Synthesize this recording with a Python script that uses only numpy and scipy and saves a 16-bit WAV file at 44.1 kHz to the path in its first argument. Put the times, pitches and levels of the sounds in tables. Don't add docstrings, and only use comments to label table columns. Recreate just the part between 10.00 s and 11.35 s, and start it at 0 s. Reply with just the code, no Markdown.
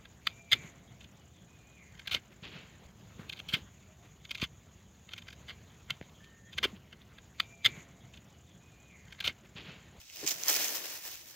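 import sys
import numpy as np
from scipy import signal
from scipy.fft import rfft, irfft
from scipy.io import wavfile

SR = 44100
rng = np.random.default_rng(int(sys.argv[2]) if len(sys.argv) > 2 else 0)


def natural_amplitude(level_db):
    exponent = np.asarray(level_db, float) / 20
    return 10 ** exponent


def materialize(psi):
    bounded = np.clip(np.atleast_2d(psi).T, -1, 1)
    quanta = np.round(bounded * 32767).astype(np.int16)
    wavfile.write(sys.argv[1], SR, quanta)


N = 59535


def rms_one(x):
    return x / np.sqrt(np.mean(x ** 2) + 1e-20)


def at_hz(points, hz):
    table_hz, value = np.transpose(points)
    return np.interp(np.log(hz), np.log(table_hz), value)


def curves(rows):
    start_s, *columns = np.transpose(rows)
    return [np.interp(np.arange(N) / SR, start_s, column) for column in columns]


def drift(rate_hz):
    pole = np.exp(-2 * np.pi * rate_hz / (SR / 8))
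    noise = rng.standard_normal(N // 8 + 4002)
    slow = signal.lfilter([1], [1, -2 * pole, pole * pole], noise)[4000:]
    return np.interp(np.arange(N) / 8, np.arange(len(slow)), rms_one(slow))


def pair(alike):
    mid, side = rng.standard_normal((2, N))
    alike = np.clip(alike, 0, 1)
    return np.sqrt((1 + alike) / 2) * mid + np.sqrt((1 - alike) / 2) * side * [[1], [-1]]


def band(x, low_hz, high_hz):
    return signal.sosfilt(signal.butter(2, [low_hz, high_hz], "band", fs=SR, output="sos"), x)


# frequency [Hz], density [relative dB per Hz]
RUMBLE_COLOUR = [(15, -43), (25, -19), (87, 0), (168, -6), (221, -11.5), (325, -11), (400, -3.5)]
# frequency [Hz], likeness [0 to 1]
RUMBLE_LIKENESS = [(30, 0.36), (70, 0.733), (150, 0.8)]
RUMBLE_DB, RUMBLE_PATCHY_DB, PATCHES_HZ = -67.5, 4, 4.32
RUMBLE_FOLLOWS = 0.333


def rumble():
    out, edges_hz = 0, np.geomspace(25, 400, 9)
    for low_hz, high_hz in zip(edges_hz, edges_hz[1:]):
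        centre_hz = np.sqrt(low_hz * high_hz)
        gain = natural_amplitude(at_hz(RUMBLE_COLOUR, centre_hz) + RUMBLE_PATCHY_DB * drift(PATCHES_HZ))
        noise = pair(at_hz(RUMBLE_LIKENESS, low_hz))
        out = out + gain * band(noise, low_hz, high_hz)
    stir_db = curves(STIR)[0]
    return natural_amplitude(RUMBLE_DB + RUMBLE_FOLLOWS * (stir_db - stir_db.mean())) * rms_one(out)


# pitch [Hz], level [relative dB], time to die by 60 dB [s]
TUBE = [(175.7, 2, 0.0345), (334.6, 3.5, 0.0274), (397, 4, 0.037), (560, -11.5, 0.03)]
DRAG_START_S, DRAG_FULL_S, DRAG_END_S = 0.227, 0.23, 0.252
DRAG_DB, DRAG_RISE_DB, WEAK_SLIP_DB = -46.5, 10, -4
SLIPS_PER_S, SLIP_JITTER = 332, 0.149


def drag():
    steps_s = np.cumsum(1 + SLIP_JITTER * rng.standard_normal(40)) / SLIPS_PER_S
    slip_s = DRAG_END_S - steps_s + steps_s[0]
    slip_s = slip_s[slip_s > DRAG_START_S]
    weak_db = WEAK_SLIP_DB * (np.arange(len(slip_s)) % 2)
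    missing = np.maximum(DRAG_FULL_S - slip_s, 0) / (DRAG_FULL_S - DRAG_START_S)
    slips, out = np.zeros(N), 0
    slips[(slip_s * SR).astype(int)] = natural_amplitude(DRAG_DB + weak_db - DRAG_RISE_DB * missing)
    for pitch_hz, level_db, t60_s in TUBE:
        pole, turn = natural_amplitude(-60 / (t60_s * SR)), 2 * np.pi * pitch_hz / SR
        resonator = [1, -2 * pole * np.cos(turn), pole * pole]
        out = out + natural_amplitude(level_db) * signal.lfilter([0, np.sin(turn)], resonator, slips + 1e-18)
    return band(out, 108, 1560)


GRAIN_S = 0.000356


def dying(clicks, seconds):
    return signal.lfilter([1], [1, -np.exp(-1 / (seconds * SR))], clicks + 1e-18)


def grains(per_s, spread_db):
    size = natural_amplitude(spread_db * np.minimum(rng.exponential(1, N), 5))
    return rms_one(dying(size * (rng.random(N) < per_s / SR), GRAIN_S))


# start [s], strength [relative dB], centre [Hz],
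# left minus right [dB, on top of the lasting port balance], broad part [dB below or above the centre part]
SNAPS = [(0.0137, -31, 3020, 5.5, -12), (0.2134, -31.5, 5500, -3.5, -20.5), (0.0982, -25, 2500, -7.5, -17),
         (0.1585, -38, 14300, 2.5, 3.5), (0.1684, -25, 3050, -11, -14.5), (0.19, -30, 5240, -6, -17.5),
         (0.2013, -31.5, 6140, -4.5, -3), (0.2633, -27.5, 6565, 1, 1.5), (0.2742, -18, 6710, -8.5, -20),
         (0.2752, -13, 5400, -10.5, -18.5), (0.292, -17.5, 6070, 6, -0.5), (0.3084, -15.5, 6170, 9.5, -8.5),
         (0.3148, -24, 6520, -5, -6.5), (0.323, -26.5, 6480, -4, -15.5), (0.3409, -27.5, 6490, -5, -10),
         (0.4344, -13, 5780, -7, -8.5), (0.4593, -26.5, 6400, 1, -15), (0.4818, -8.5, 5810, -11.5, -10.5),
         (0.4857, -18, 13580, 17, -18), (0.484, -26.5, 1830, 3, -16.5), (0.4998, -20.5, 1960, 7.5, -12.5),
         (0.4955, -25, 620, -1.5, -9.5), (0.4973, -13.5, 6720, 2.5, -10), (0.5284, -17.5, 7240, 7.5, -5),
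         (0.5503, -7.5, 5260, -4, -19.5), (0.5624, -8, 5750, 10, -11.5), (0.6436, -26, 6520, 0, 0.5),
         (0.6818, -20.5, 6524, -1, -10.5), (0.7046, -24, 2420, 6, -1.5), (0.7502, -17, 6050, 4, -9),
         (0.856, -22.5, 7500, -1.5, -7.5), (0.866, -18.5, 2300, 8.5, -17), (1.0724, -33, 800, -1, -5.5),
         (1.3084, -35.5, 12040, 0.5, -3.5)]
SNAP_DB, SNAP_OCTAVES = 5, 0.1785
SNAP_DELAY_S, SNAP_S = .0009, 0.00016
PORT_SCATTER_S = .00008
AFTER_S, AFTER_DB = .002, -5.5


def snaps():
    start_s, snap_db, snap_hz, pan_db, broad_db = np.transpose(SNAPS)
    count, ports = len(start_s), [[0], [1]]
    after = (AFTER_S * SR * rng.random((count, 3)).T).astype(int)
    after_size = rng.uniform(-1, 1, (count, 3)).T
    level_db = snap_db + SNAP_DB + pan_db * np.array([[.5], [-.5]]) - at_hz(HEARD_COLOUR, snap_hz)

    def add_to(drive, hz):
        near = natural_amplitude(broad_db) + np.exp(-.5 * (np.log2(hz / snap_hz) / SNAP_OCTAVES) ** 2)
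        scatter_s = SNAP_S * rng.random(count) + PORT_SCATTER_S * rng.random((count, 2)).T
        when = ((start_s + SNAP_DELAY_S + scatter_s) * SR).astype(int)
        size = natural_amplitude(level_db) * near
        drive[ports, when] += size
        for late, share in zip(after, after_size):
            drive[ports, when + late] += size * natural_amplitude(AFTER_DB) * share

    return add_to


# start [s], level [relative dB]
STIR = [(0.0,-56.5), (0.032,-62.5), (0.11,-58.5), (0.154,-52.5), (0.259,-47.5), (0.271,-38.5), (0.28,-36.5),
        (0.3,-41), (0.312,-37.5), (0.33,-46), (0.368,-50.5), (0.43,-47), (0.472,-43), (0.484,-34.5),
        (0.5,-33.5), (0.51,-36.5), (0.564,-37), (0.582,-40), (0.612,-36), (0.635,-38), (0.65,-35),
        (0.666,-41.5), (0.74,-44.5), (0.754,-40), (0.818,-49.5), (0.85,-46), (0.88,-48), (0.962,-48),
        (1.01,-56), (1.052,-49), (1.063,-49.5), (1.074,-46.5), (1.085,-51), (1.148,-51), (1.165,-54.5),
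        (1.2,-56.5), (1.252,-61), (1.286,-55.5), (1.35,-60.5)]
# start [s], level below 700 Hz, from 700 to 2000 Hz, above 8 kHz [relative dB],
# left minus right below and above 8 kHz [dB, about its mean], likeness added below 4.5 kHz
SHADE = [(0.0,3,-1,-1.5,1,2.3,0.12), (0.066,-10.5,-4.5,-5.5,-2,2,0.16), (0.15,1,-6,-1.5,-1,1.85,0.33),
         (0.206,4,-1,-1.5,-2,1.9,0.033), (0.24,9.5,2.5,-4,1,2.2,0.16), (0.284,-7.5,-5.5,-0.5,-6,2.14,0.386),
         (0.33,0,-1,0.5,-2,1.8,0.069), (0.364,3.5,1.5,0,-2,1.9,-0.15), (0.446,3,1,1,-0.5,2.85,0.024),
         (0.484,1.5,4.5,3.5,-2.5,3.7,0.284), (0.53,-1.5,-1.5,3.5,-3,2.6,0.098),
         (0.586,4,1.5,0,-3.5,3.4,0.21), (0.646,-1.5,0.5,.5,-0.5,5.5,0.14),
         (0.71,7,1.5,2.5,-1.5,5.55,0.0057), (0.766,-0.5,1.5,1.5,-0.5,6.3,-0.015),
         (0.812,7,2.5,0,0.5,5.5,-0.081), (0.97,-1,1.5,2,-2.5,4.2,0.12), (1.07,1,2.5,3,-2.5,2.1,0.205),
         (1.172,-5,-1.5,0.5,-1,3.1,-0.028), (1.224,3,-1,1.5,-0.5,3.9,-0.012),
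         (1.316,-2.5,1,2,-2,2.96,-0.079), (1.35,3,5,-1.5,-1,4.7,-0.011)]
# frequency [Hz], density [relative dB per Hz]
HEARD_COLOUR = [(150, -12), (217, -20.5), (320, -4), (367, -8), (541, -4.5), (1270, -8), (1880, -2.5),
                (2190, -2), (2660, 0), (4000, -2), (6020, 3), (6630, -8), (7310, -2.5), (9230, -15.5),
                (13600, -4), (15600, -0.5)]
# frequency [Hz], left minus right [dB]
SIDES = [(150, -0.86), (400, 2), (700, 3), (1300, 3.5), (2200, 1), (3300, 2), (4500, 2), (6300, -11),
         (7600, 1), (9500, 15), (12000, 8.5), (15000, 1.5)]
# frequency [Hz], likeness [0 to 1]
LIKENESS = [(150, 1), (400, 0.786), (800, 0.53), (1500, 0.294), (3000, 0.496), (6000, 0.049), (15000, 0.07)]
GRAINS_PER_S, GRAIN_SPREAD_DB = 2500, 3.5
SMALL_PER_S, SMALL_SPREAD_DB, SMALL_DB = 400, 1.5, -2
HISS_DB = -1
CLUMP_DB, CLUMPS_HZ = 0.44, 71
LEFT_LAG_S = -0.0000615


def litter():
    stir_db, = curves(STIR)
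    low_db, mid_db, treble_db, side_db, treble_side_db, centred = curves(SHADE)
    tilts_db = low_db, mid_db, 0, treble_db
    broad, clumps = grains(GRAINS_PER_S, GRAIN_SPREAD_DB), natural_amplitude(CLUMP_DB * drift(CLUMPS_HZ))
    add_snaps = snaps()
    half = np.array([[.5], [-.5]])
    out, edges_hz = 0, np.geomspace(150, 19000, 29)
    for low_hz, high_hz in zip(edges_hz, edges_hz[1:]):
        hz = np.sqrt(low_hz * high_hz)
        tilt_db = tilts_db[np.searchsorted([700, 2000, 8000], hz)]
        sway_db = treble_side_db if hz > 8000 else side_db
        small = natural_amplitude(SMALL_DB) * grains(SMALL_PER_S, SMALL_SPREAD_DB)
        gate = np.sqrt(natural_amplitude(2 * HISS_DB) + broad ** 2 + small ** 2)
        noise = pair(at_hz(LIKENESS, hz) + centred * (hz < 4500))
        drive = natural_amplitude(stir_db + tilt_db + half * (sway_db - sway_db.mean())) * clumps * gate * noise
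        add_snaps(drive, hz)
        colour = natural_amplitude(at_hz(HEARD_COLOUR, hz) + at_hz(SIDES, hz) * half)
        out = out + colour * band(drive, low_hz, high_hz)
    lag = np.exp(-2j * np.pi * np.fft.rfftfreq(N, 1 / SR) * LEFT_LAG_S)
    left = irfft(rfft(out[0]) * lag, N)
    return natural_amplitude(5) * np.array([left, out[1]])


def scene():
    return rumble() + drag() + litter()


def roll_off(x):
    return signal.sosfilt(signal.butter(12, 16250, fs=SR, output="sos"), x)


def record(dry):
    finished = signal.sosfilt(signal.cheby2(24, 60, 15980, fs=SR, output="sos"), dry)
    return roll_off(finished)


dry = scene()
out = record(dry)
materialize(out)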